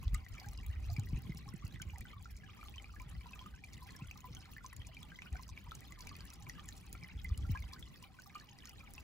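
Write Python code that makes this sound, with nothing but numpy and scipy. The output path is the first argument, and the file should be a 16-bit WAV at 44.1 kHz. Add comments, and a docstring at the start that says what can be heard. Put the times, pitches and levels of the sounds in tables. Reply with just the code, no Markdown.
"""Water gurgles, drips and hisses close by, over a low rumble and single thumps of wind.
A shallow stream trickles between rounded stones, near a small two-port microphone in the open.
Air pockets ring as damped sines, droplets are noise puffs with tiny pings, farther riffles are soft noise.
Gusts buffet the ports as shaped low noise, and single eddies thump on them as short, falling tones."""
import sys
import numpy as np
from scipy import signal
from scipy.fft import rfft, irfft, next_fast_len
from scipy.io import wavfile
from scipy.ndimage import uniform_filter1d, map_coordinates

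SR = 44100
rng = np.random.default_rng(int(sys.argv[2]) if len(sys.argv) > 2 else 0)


def inscribe(sig):
    """Save sig as 16-bit PCM at rate SR to the path in sys.argv[1].

    A 1-D sig is mono; a 2-D sig holds one channel per row.
    Samples are clipped to [-1, 1] before scaling.
    """
    pcm = np.round(np.clip(np.atleast_2d(sig).T, -1, 1) * 32767)
    wavfile.write(sys.argv[1], SR, pcm.astype(np.int16))


N = 398223

# wind eddies that thump on the ports: (time [s], level before trim [dB], settled pitch [Hz])
EDDIES = [(0.132, -28.5, 86.5), (0.464, -36, 87), (0.982, -23.5, 98.6), (1.129, -25.5, 110),
          (1.174, -33, 124), (1.247, -39.5, 104), (1.293, -29, 132), (1.346, -40, 152), (1.466, -43, 112),
          (1.539, -32.5, 137), (1.639, -36, 102), (1.74, -41, 109), (1.805, -41, 131), (1.86, -35.5, 67.6),
          (1.924, -36.5, 60), (2.012, -43, 89), (2.162, -48, 103), (3.059, -42.5, 112), (3.168, -37, 57.7),
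          (4.018, -33.5, 112), (4.306, -39, 113), (5.319, -28.5, 55.7), (7.182, -42, 69),
          (7.494, -23.5, 98), (7.631, -38, 56.4)]


def amp(db):
    """Decibels to a linear gain."""
    return 10 ** (np.asarray(db) / 20)


def unit(x):
    """Scales a signal to rms 1."""
    return x / np.sqrt(np.mean(x ** 2) + 1e-20)


def along(points, hz):
    """Reads a curve of (Hz, value) points on a log frequency axis."""
    f, v = np.transpose(points)
    return np.interp(np.log(hz + 1), np.log(f + 1), v)


def wobble(rate):
    """A smooth random curve with rate knots a second."""
    knots = rng.standard_normal(int(N * 60 / SR))
    return map_coordinates(knots, [np.arange(N) * rate / SR])


def filtered(x, response):
    """Multiplies the spectrum of x by a complex response of frequency."""
    m = next_fast_len(N + SR // 2)
    return irfft(rfft(x, m) * response(np.fft.rfftfreq(m, 1 / SR)), m)[..., :N]


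def noise_pair(spectrum, alike, patchy_db):
    """Stereo noise of rms 1 with patches of random gain; alike sets the left-right correlation."""
    z = signal.stft(rng.standard_normal((2, N)), nperseg=256)[2]
    field = uniform_filter1d(rng.standard_normal(z.shape[1:]), size=4, axis=0)
    field = uniform_filter1d(field, size=6, axis=1)
    pair = signal.istft(z * amp(patchy_db * unit(field)), nperseg=256)[1][:, :N]
    turn = np.arccos(np.clip(alike, -1, 1)) / 2
    coloured = filtered(pair, lambda hz: amp(along(spectrum, hz)))
    mid, side = coloured * [[np.cos(turn)], [np.sin(turn)]]
    return unit(np.array([mid + side, mid - side]))


def place(s, shapes):
    """Adds each row of shapes into a track at its start time."""
    at = np.round(s * SR).astype(int)[:, None] + np.arange(shapes.shape[1])
    return np.bincount(at.ravel(), shapes.ravel(), N + SR)[:N]


def ring(s, db, hz, cycles, lag, rise, glide, size, rough=0, burst=0):
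    """Damped sines in stereo whose pitch bends late, mostly upward; rough ones warble, bursting ones end early.

    cycles: to fall 60 dB without burst; rise: in cycles; lag: left behind right [s]; size: in samples."""
    chance = rng.random((len(s), 3, 1))
    climb = -glide * (np.log(1 - chance[:, 0]) + .3) * cycles[:, None]
    track = []
    for side in (-.5, .5):
        seconds = np.arange(size) / SR - .0001 + side * lag[:, None]
        n = np.clip(seconds, 0, None) * hz[:, None]  # cycles elapsed
        u = np.minimum(n / cycles[:, None], 2)
        warble = 0
        if rough:
            warble = rough * np.sin(2 * np.pi * (n * (.04 + .12 * chance[:, 1]) + chance[:, 2]))
        decay = amp(-60 * (u + burst * u ** 3))
        shape = decay * (1 - np.exp(-n / rise)) ** 2 * (1 + warble)
        tone = np.sin(2 * np.pi * (n + climb * u ** 3) + warble)
        track.append(place(s, amp(db)[:, None] * shape * tone))
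    return np.array(track)


def swarm(count, hz, octaves, spread_db, most_db, clump):
    """Random grains: times, levels that follow clump [dB] up to a ceiling, log-normal pitches, places, lives."""
    u, g = rng.random((count, 2)), rng.standard_normal((count, 3))
    s = u[:, 0] * (N - 1) / SR
    db = np.minimum(-spread_db * np.log(1 - u[:, 1]) + clump[(s * SR).astype(int)], most_db)
    pitch = np.clip(hz * 2 ** (octaves * g[:, 0]), 400, 20000)
    return s, db, pitch, g[:, 1], 2 ** (g[:, 2] / 2)


def bubbles(gurgle_db):
    """A closing air pocket slaps, then rings beside a weaker neighbour; two more follow, small ones fill gaps."""
    # loudest bubbles: (time [s], level before trim [dB], pitch [Hz], decay before scaling [cycles per 60 dB])
    pockets = [(0.028, -56.5, 1067, 49.5), (0.08, -42, 3450, 15), (0.145, -41, 2010, 35),
               (0.146, -52.5, 1230, 99), (0.264, -49, 1940, 46), (0.33, -62, 1910, 60),
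               (0.357, -63, 2320, 50), (0.368, -63, 1140, 40), (0.381, -45.5, 2300, 48),
               (0.415, -61, 760, 58), (0.444, -52, 1597, 85), (0.462, -57, 818, 104),
               (0.647, -54.5, 2270, 40), (0.895, -52.5, 695, 59), (0.964, -42, 2340, 66),
               (0.99, -61, 813, 57), (1.071, -53.5, 1930, 51), (1.32, -48.5, 2075, 54),
               (1.478, -56, 1087, 84), (1.623, -58, 1155, 69), (1.759, -48.5, 1960, 37),
               (1.799, -49.5, 1527, 82), (1.817, -42, 3110, 33), (1.826, -47.5, 2260, 32),
               (1.934, -56.5, 837, 68), (1.953, -57.5, 920, 35), (1.959, -48.5, 2010, 35),
               (1.975, -58, 775, 40), (2.009, -52, 1920, 45), (2.013, -50.5, 2350, 47),
               (2.053, -50, 1514, 55), (2.132, -52.5, 1190, 70), (2.165, -58, 1120, 70),
               (2.256, -47.5, 1364, 40), (2.436, -58.5, 1660, 74), (2.485, -59.5, 1230, 81),
               (2.59, -57, 1210, 66), (2.612, -53, 2350, 80), (2.629, -47.5, 1250, 38),
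               (2.657, -57, 1185, 48), (2.684, -43, 3400, 29), (2.74, -52, 2500, 84),
               (2.781, -45.5, 3060, 88), (2.798, -51, 2160, 35), (2.843, -48, 2430, 47),
               (2.894, -56.5, 1370, 26), (2.938, -59.5, 1200, 72), (2.998, -48, 2320, 55),
               (2.963, -52, 1690, 55), (3.002, -57, 1015, 121), (3.15, -60, 1990, 63),
               (3.21, -54, 2300, 50), (3.258, -52.5, 965, 70), (3.333, -47.5, 2550, 87),
               (3.358, -55.5, 1220, 50), (3.392, -43, 3160, 43), (3.411, -53.5, 1015, 66),
               (3.46, -46.5, 1227, 51), (3.539, -57, 1540, 68), (3.638, -46.5, 2360, 81),
               (3.821, -56.5, 993, 103), (3.891, -50.5, 1980, 60), (3.95, -55, 1710, 58),
               (3.995, -56, 1030, 70), (4.044, -57, 1405, 58), (4.111, -42, 2550, 42),
               (4.157, -56, 1210, 53), (4.242, -49.5, 1008, 120), (4.368, -46.5, 3160, 38),
               (4.457, -61, 1360, 40), (4.535, -54.5, 2680, 35), (4.565, -48.5, 1774, 109),
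               (4.581, -47.5, 1980, 45), (4.607, -57.5, 1400, 70), (4.644, -47.5, 1040, 61),
               (4.728, -47, 1960, 34), (4.729, -56, 1080, 40), (4.815, -54.5, 1930, 40),
               (4.818, -49, 3200, 49), (4.89, -62, 660, 54), (4.968, -48, 2370, 63), (5.03, -44, 3420, 35),
               (5.118, -51, 1580, 98), (5.188, -45, 2050, 45), (5.22, -39.5, 2520, 26),
               (5.259, -56, 1470, 94), (5.348, -54, 742, 49), (5.355, -46.5, 1540, 60),
               (5.367, -49.5, 2330, 30), (5.394, -48.5, 1024, 55), (5.49, -55.5, 1030, 46),
               (5.575, -44.5, 2320, 43), (5.666, -55, 970, 78), (5.711, -46.5, 3520, 40),
               (5.718, -41, 1317, 32), (5.819, -57.5, 1920, 50), (5.906, -58, 1146, 72),
               (5.922, -51, 2030, 61), (5.998, -60, 1000, 64), (6.057, -62, 980, 89),
               (6.071, -47, 2320, 89), (6.113, -53.5, 1157, 122), (6.154, -51.5, 2500, 79),
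               (6.467, -51, 2310, 38), (6.47, -55, 1017, 70), (6.496, -47, 1940, 70),
               (6.582, -56.5, 1200, 128), (6.595, -47, 3240, 32), (6.686, -54.5, 1786, 97),
               (6.952, -49, 2310, 42), (6.949, -52.5, 1360, 62), (7.027, -51, 2310, 89),
               (7.043, -49, 2040, 52), (7.247, -45, 2050, 125), (7.299, -57.5, 1206, 48),
               (7.45, -55, 1380, 82), (7.549, -44, 1035, 85), (7.555, -46, 1637, 108),
               (7.574, -44.5, 2470, 35), (7.623, -50, 2130, 51), (7.713, -55.5, 2330, 60),
               (7.728, -56, 1045, 94), (7.762, -53.5, 1520, 85), (7.826, -45.5, 3420, 57),
               (8.025, -59, 1000, 62), (8.04, -53.5, 2350, 88), (8.188, -53, 1500, 53),
               (8.26, -58.5, 1170, 78), (8.353, -43.5, 1209, 91), (8.356, -53.5, 2400, 94),
               (8.408, -56, 1730, 74), (8.489, -50.5, 3000, 32), (8.806, -52.5, 2400, 91),
               (8.832, -60, 1277, 78), (8.98, -43.5, 2620, 54)]
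    # pitches that the gaps between stones favour: (frequency [Hz], level [dB])
    hollows = [(400, -9.5), (750, -13.5), (1050, -4), (1600, -4.5), (2250, 4.5), (3200, 6.5), (4200, -1.5),
               (6000, -22)]
    s, db, hz, cycles = np.transpose(pockets)
    chance = rng.standard_normal((len(s), 6))
    main = ring(s, db + 4.5, hz, 1.45 * cycles, 2e-5 * chance[:, 0], rise=.6,
                glide=.04 * hz[:, None] / 1000, size=3000, rough=.12, burst=8)
    beside = ring(s + .004 * abs(chance[:, 1]), db - 6 + 4 * chance[:, 2], hz * (1 + .15 * chance[:, 3]),
                  .4 * cycles, 4e-5 * chance[:, 2], rise=1.5, glide=.2, size=2000, rough=.4, burst=3)

    t = np.arange(400) / SR
    noise = rng.standard_normal((len(s), len(t)))
    slap = place(s, amp(db)[:, None] * amp(-60 * t / .012) * noise)
    # low cut at 1.2 kHz, high cut at 4.5 kHz
    slap = filtered(slap, lambda f: 1 / (1 - 1j * 1200 / (f + 1)) / (1 + 1j * f / 4500) ** 2)

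    after = 0
    for k in (1, 3):
        later = s + .012 + .025 * abs(chance[:, k])
        higher = hz * 2 ** (.1 + .4 * chance[:, k + 2])
        after = after + ring(later, db - 8 + 4 * chance[:, k + 1], higher, .5 * cycles,
                             4e-5 * chance[:, k + 1], rise=3, glide=.12, size=2000, rough=.4, burst=3)

    s, db, hz, spot, life = swarm(count=7500, hz=1811, octaves=0.802, spread_db=4.5, most_db=17.0,
                                  clump=gurgle_db + 3.6 * wobble(25))
    small = ring(s, db + along(hollows, hz), hz, 30 * life, 5e-5 * spot, rise=2.1, glide=.12, size=900)
    return main + beside + after + slap + amp(-67.0) * unit(small)


def murmur(gurgle_db):
    """Fainter pockets keep returning to the same few pitches, ringing a little longer and overlapping."""
    # air pockets that form again and again in the same gaps: pitch [Hz]
    pockets_hz = [800, 1015, 1200, 1990, 2320, 4630]
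    s, db, scatter, spot, life = swarm(count=900, hz=1000, octaves=.04, spread_db=3, most_db=9,
                                       clump=gurgle_db)
    hz = rng.choice(pockets_hz, len(s)) * scatter / 1000
    rings = ring(s, db, hz, 70 * life, 5e-5 * spot, rise=2.9, glide=0.08, size=2200, rough=0.27, burst=3)
    return amp(-73) * unit(rings)


def droplets(splash):
    """A droplet is a puff of spray plus a tiny, quickly damped bubble; fizz and fine spray follow the splashes."""
    # the loudest droplets: (time [s], level before trim [dB], pitch [Hz])
    ticks = [(0.143, -37, 4700), (0.1464, -24.5, 7770), (0.399, -32.5, 4960), (0.486, -35, 5940),
             (0.575, -36.5, 5030), (0.901, -37, 4770), (0.966, -36.5, 4800), (0.9962, -31, 7000),
             (1.372, -34.5, 5230), (1.4892, -33.5, 5400), (1.6679, -40, 4470), (1.8204, -31.5, 6640),
             (2.759, -37.5, 5900), (2.822, -42, 7600), (3.0183, -45, 7200), (3.906, -37, 4300),
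             (3.965, -34.5, 5430), (4.112, -42, 6000), (4.205, -38, 6500), (4.349, -33.5, 6300),
             (4.6626, -30, 6200), (4.765, -36, 7100), (5.4327, -35.5, 5000), (5.922, -34.5, 7000),
             (6.0702, -37, 6060), (6.0923, -32.5, 4630), (6.1526, -37, 4700), (6.206, -34.5, 4640),
             (6.3028, -35, 5800), (6.4962, -30.5, 6200), (6.688, -27.5, 7000), (6.725, -38, 4000),
             (6.928, -37, 6900), (7.0354, -35.5, 5330), (7.291, -40, 4650), (7.376, -36, 8000),
             (7.735, -31, 4670), (8.2204, -43.5, 4450), (8.348, -39, 4470), (8.3987, -38, 4500),
             (8.5866, -38.5, 4750), (8.655, -33.5, 6200), (8.694, -36, 4860), (4.455, -42, 4150)]
    # colour of the spray: (frequency [Hz], level [dB])
    spray_colour = [(800, -29), (2500, -7.5), (5000, 0), (8000, -3.5), (11500, -3), (13000, 0.5),
                    (16500, 0)]
    when, db, hz = np.transpose(ticks)
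    t = np.arange(400) / SR
    burst = amp(-60 * t / .008) * (1 - np.exp(-t / .0008))
    puffs = place(when, amp(db - 0.5)[:, None] * burst * rng.standard_normal((len(when), len(t))))
    pings = ring(when, db - 4.0, hz, np.full(len(when), 40.), 1.5e-5 * rng.standard_normal(len(when)),
                 rise=1.5, glide=0.06, size=600, rough=.2)

    s, db, hz, spot, life = swarm(count=9000, hz=5184, octaves=0.446, spread_db=6.5, most_db=24,
                                  clump=3.9 * splash + 2.0 * wobble(9.6))
    fizz = ring(s, db, hz, 30 * life, 4e-5 * spot, rise=3, glide=.12, size=450)

    s, db, hz, _, life = swarm(count=1100, hz=8550, octaves=0.9, spread_db=3.0, most_db=20.0,
                               clump=5.9 * splash)
    u = t / (0.0011 * life[:, None])  # spray swells and fades within a few milliseconds
    slow_noise = uniform_filter1d(rng.standard_normal(u.shape), size=12, axis=1)
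    band = slow_noise * np.cos(2 * np.pi * hz[:, None] * t)  # each grain has its own band
    spray = place(s, amp(db)[:, None] * u * np.exp(-u) * band)

    def colour(f):
        return amp(along(spray_colour, f))

    puffs = filtered(puffs, lambda f: colour(f) / (1 + (f / 9000) ** 4))
    return puffs + pings + amp(-72.5) * unit(fizz) + amp(-68.0) * unit(filtered(spray, colour))


def spatter():
    """Short bright bursts of spray: coloured noise, each with its own decay time."""
    # the brightest bursts of spray: (time [s], level before trim [dB])
    bursts = [(0.038, -37.5), (0.1426, -34), (0.4865, -42), (0.6643, -39), (0.865, -44), (0.9647, -47),
              (0.9951, -44), (1.066, -44), (1.2203, -37), (1.3477, -39.5), (1.3713, -44), (1.538, -42.5),
              (1.6784, -36.5), (1.8192, -28), (1.9828, -40), (2.008, -36.5), (2.2263, -43.5), (2.822, -47),
              (2.9557, -51), (3.0183, -42), (3.3514, -43.5), (3.4715, -52), (3.735, -50), (3.8302, -45),
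              (3.9623, -39), (4.1106, -47), (4.2127, -38), (4.35, -45), (4.732, -40), (4.764, -39.5),
              (5.0295, -41), (5.481, -44), (5.6945, -49), (5.8064, -40), (5.9968, -46), (6.0712, -31),
              (6.1657, -35.5), (6.2532, -35.5), (6.301, -45), (6.6837, -54), (6.732, -41), (6.779, -30.5),
              (6.928, -31), (7.244, -37), (7.377, -36.5), (7.7338, -43), (8.2197, -41.5), (8.6934, -34.5),
              (8.9365, -34)]
    # colour of those bursts: (frequency [Hz], level [dB])
    bright = [(4000, -15.5), (7500, -3), (10500, -1), (16500, -1)]
    s, db = np.transpose(bursts)
    t = np.arange(500) / SR
    t60 = 0.0049 * 2 ** (rng.standard_normal((len(s), 1)) / 2)
    shape = amp(-60 * t / t60) * (1 - np.exp(-t / 0.00052))
    noise = shape * rng.standard_normal((len(s), len(t)))
    return filtered(place(s, amp(db + 4)[:, None] * noise), lambda f: amp(along(bright, f)))


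def stones(x):
    """Short scattered echoes, different left and right, from 12 noise tails that take turns over time."""
    # scatter among the stones: (frequency [Hz], time to fall 60 dB [s])
    scatter_t60 = [(500, 0.065), (3000, 0.09), (12000, 0.014)]
    count = 12
    hz, t, z = signal.stft(rng.standard_normal((count, 2, SR // 12)), SR, nperseg=128)
    fade = amp(-60 * t / along(scatter_t60, hz)[:, None])
    tails = signal.istft(z * fade, SR, nperseg=128)[1]
    spot = np.arange(N) // 1000 % count  # the next tail every 1000 samples
    echoes = 0
    for k, tail in enumerate(tails):
        tail = tail / np.linalg.norm(tail[0])
        echoes = echoes + signal.oaconvolve(x * (spot == k), tail, axes=1)[:, :N]
    return echoes


def riffles(splash):
    """Water too dense for single grains: a mottled wash, and a mist that follows the splashes, more alike."""
    # noise colours: (frequency [Hz], level [dB per Hz])
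    wash_colour = [(250, 8), (450, -4), (1000, -7), (1700, -13), (2400, -12.5), (3500, -14), (5500, -20),
                   (8000, -22)]
    mist_colour = [(5000, -35), (7500, -54), (11000, -26), (16500, -15)]
    wash = amp(-65.0 + 2.54 * wobble(20)) * noise_pair(wash_colour, alike=0.25, patchy_db=1.5)
    mist = amp(-79.5 + 2.0 * splash) * noise_pair(mist_colour, alike=0.78, patchy_db=-11.0)
    return wash + mist


def wind():
    """Turbulence at the ports: lumpy rumble, its upper part less alike left and right, and single eddies."""
    # rumble colours: (frequency [Hz], level [dB per Hz])
    low_colour = [(12, -26), (25, -9), (45, 11), (68, 12.5), (110, 4), (200, -58.5)]
    upper_colour = [(60, -29), (100, -1.5), (170, -2), (240, -12), (450, -24.5), (700, -41), (1200, -76)]
    low_level, upper_level = buffeting()
    rumble = noise_pair(low_colour, alike=0.93, patchy_db=2.0)
    power = uniform_filter1d(np.mean(rumble ** 2, 0), size=2600)
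    even = rumble / (power + 0.064) ** 0.15  # softens chance swells, so that the gusts shape the level
    low = low_level * unit(even)
    flicker = amp(2.85 * wobble(25))
    upper = upper_level * unit(flicker * noise_pair(upper_colour, alike=.5, patchy_db=0.5))

    s, db, hz = np.transpose(EDDIES)
    n = np.arange(3000) / SR * hz[:, None]  # cycles elapsed
    swing = np.sin(2 * np.pi * (n + 0.66 * (1 - np.exp(-n / 0.47))))  # the first swing is the fastest
    shape = amp(-60 * n / 7) * (1 - np.exp(-n / 0.44)) ** 2
    thumps = place(s, amp(db + 5.5)[:, None] * shape * swing)
    # an eddy opens with a quicker flutter, at 2.38 times the pitch, falling 60 dB in 12.5 cycles
    flutter = ring(s, db - 5.5, 2.38 * hz, np.full(len(s), 12.5), 0 * s, rise=2.44, glide=0, size=3000)
    lean = amp([[-1.5], [1.5]] * wobble(3.7))  # an eddy favours one port
    return low + upper + (thumps + flutter) * lean


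def buffeting():
    """Levels of the low and upper rumble: wind, random lumps, buffets that swell and fade, wakes of eddies."""
    # between the buffets: (time [s], low rumble [dB], upper rumble [dB])
    breeze = [(0.0, -43, -56.5), (0.33, -59, -63.5), (0.55, -52, -59), (0.85, -38, -57.5),
              (1.03, -43, -54.5), (1.18, -48.5, -53.5), (1.48, -56.5, -57.5), (2.13, -51, -58.5),
              (2.69, -61.5, -62.5), (3.07, -51, -62), (3.22, -56, -61), (6.09, -57.5, -59),
              (6.99, -56, -60.5), (7.44, -37, -53.5), (7.77, -57.5, -59), (8.28, -69, -65.5),
              (8.7, -61, -63.5), (9.03, -57.5, -66)]
    # the strongest low buffets: (time of the crest [s], crest level [dB])
    crests = [(0.074, -37), (0.152, -27.5), (0.327, -38), (0.5, -42), (0.599, -45), (0.7, -34), (0.83, -46),
              (0.921, -26.5), (1.15, -30.5), (1.48, -46), (1.66, -42), (2.01, -41.5), (2.34, -42.5),
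              (3.541, -47), (4.072, -46.5), (4.799, -40.5), (5.528, -42), (7.171, -43), (7.322, -33),
              (7.438, -40), (7.52, -33)]
    swell_s, fade_s = 0.024, 0.022  # a buffet gains and loses 10 dB in these times
    lumps_per_s, lumps_db = 14, 3  # the weaker buffets come at random
    wake_db, wake_s = -36, 0.035  # wake level against the eddy's, and time to lose 10 dB

    t = np.arange(0, N + 64, 64) / SR
    s, low_db, upper_db = np.transpose(breeze)
    lumps = np.interp(t, np.arange(N) / SR, wobble(lumps_per_s))
    lumpy_db = np.interp(t, s, low_db) + lumps_db * lumps
    steady_db = np.interp(t, s, upper_db)

    s, crest_db = np.transpose(crests)[..., None]
    buffet_db = crest_db - 10 * np.maximum((s - t) / swell_s, (t - s) / fade_s)
    s, peak_db, _ = np.transpose(EDDIES)[..., None]
    wake = (t > s) * amp(2 * (peak_db + wake_db - 10 * abs(t - s) / wake_s))
    # twice the dB gives power, so that the parts add as power
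    low = np.sqrt(amp(2 * lumpy_db) + amp(2 * buffet_db).sum(0))
    upper = np.sqrt(amp(2 * steady_db) + wake.sum(0))
    return [np.interp(np.arange(N) / SR, t, level) for level in (low, upper)]


def scene():
    """The water's left-right phase changes with frequency; wind adds to it."""
    # the stream surges and lulls: (time [s], level [dB])
    flow = [(0, -0.5), (.25, 0), (.42, 6), (.56, -3), (.95, 2.5), (1.2, -0.5), (1.8, 0.5), (2.27, -3.5),
            (2.75, 1.5), (3.1, -1.5), (3.38, 3), (3.6, -6), (3.9, 4.5), (4.1, -1.5), (4.42, -0.5),
            (4.75, -2), (5.2, -0.5), (5.5, -0.5), (6.1, 3), (6.4, 1.5), (6.68, 2.5), (7.15, -3.5),
            (7.55, 3), (8, -1), (9.03, 1)]
    # stereo phase of the water: (frequency [Hz], phase by which the left leads [rad])
    lead = [(0, 0), (1500, .9), (2000, .5), (3700, 2.3), (4500, -1.3), (7000, -.2), (7600, -.4),
            (8950, -3.14), (11100, -6.28), (13200, -9.42), (15200, -12.57), (16500, -13)]
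    flow_db = np.interp(np.arange(N) / SR, *np.transpose(flow))
    quick = wobble(45)
    splash = quick - uniform_filter1d(quick, size=5000) + flow_db / 8
    near = bubbles(flow_db) + murmur(flow_db) + droplets(splash) + spatter()
    water = near + amp(-9) * stones(near) + amp(flow_db) * riffles(splash)

    def stereo_phase(hz):
        return np.exp(.5j * np.outer([1, -1], np.interp(hz, *np.transpose(lead))))

    return filtered(water, stereo_phase) + wind()


def record(dry):
    """Treble limit of the whole sound: above 15.65 kHz the level falls 1 dB every 17 Hz, for 2 kHz."""
    return filtered(dry, lambda hz: amp(-np.clip(hz - 15650, 0, 2000) / 17))


dry = scene()
out = record(dry)
inscribe(out)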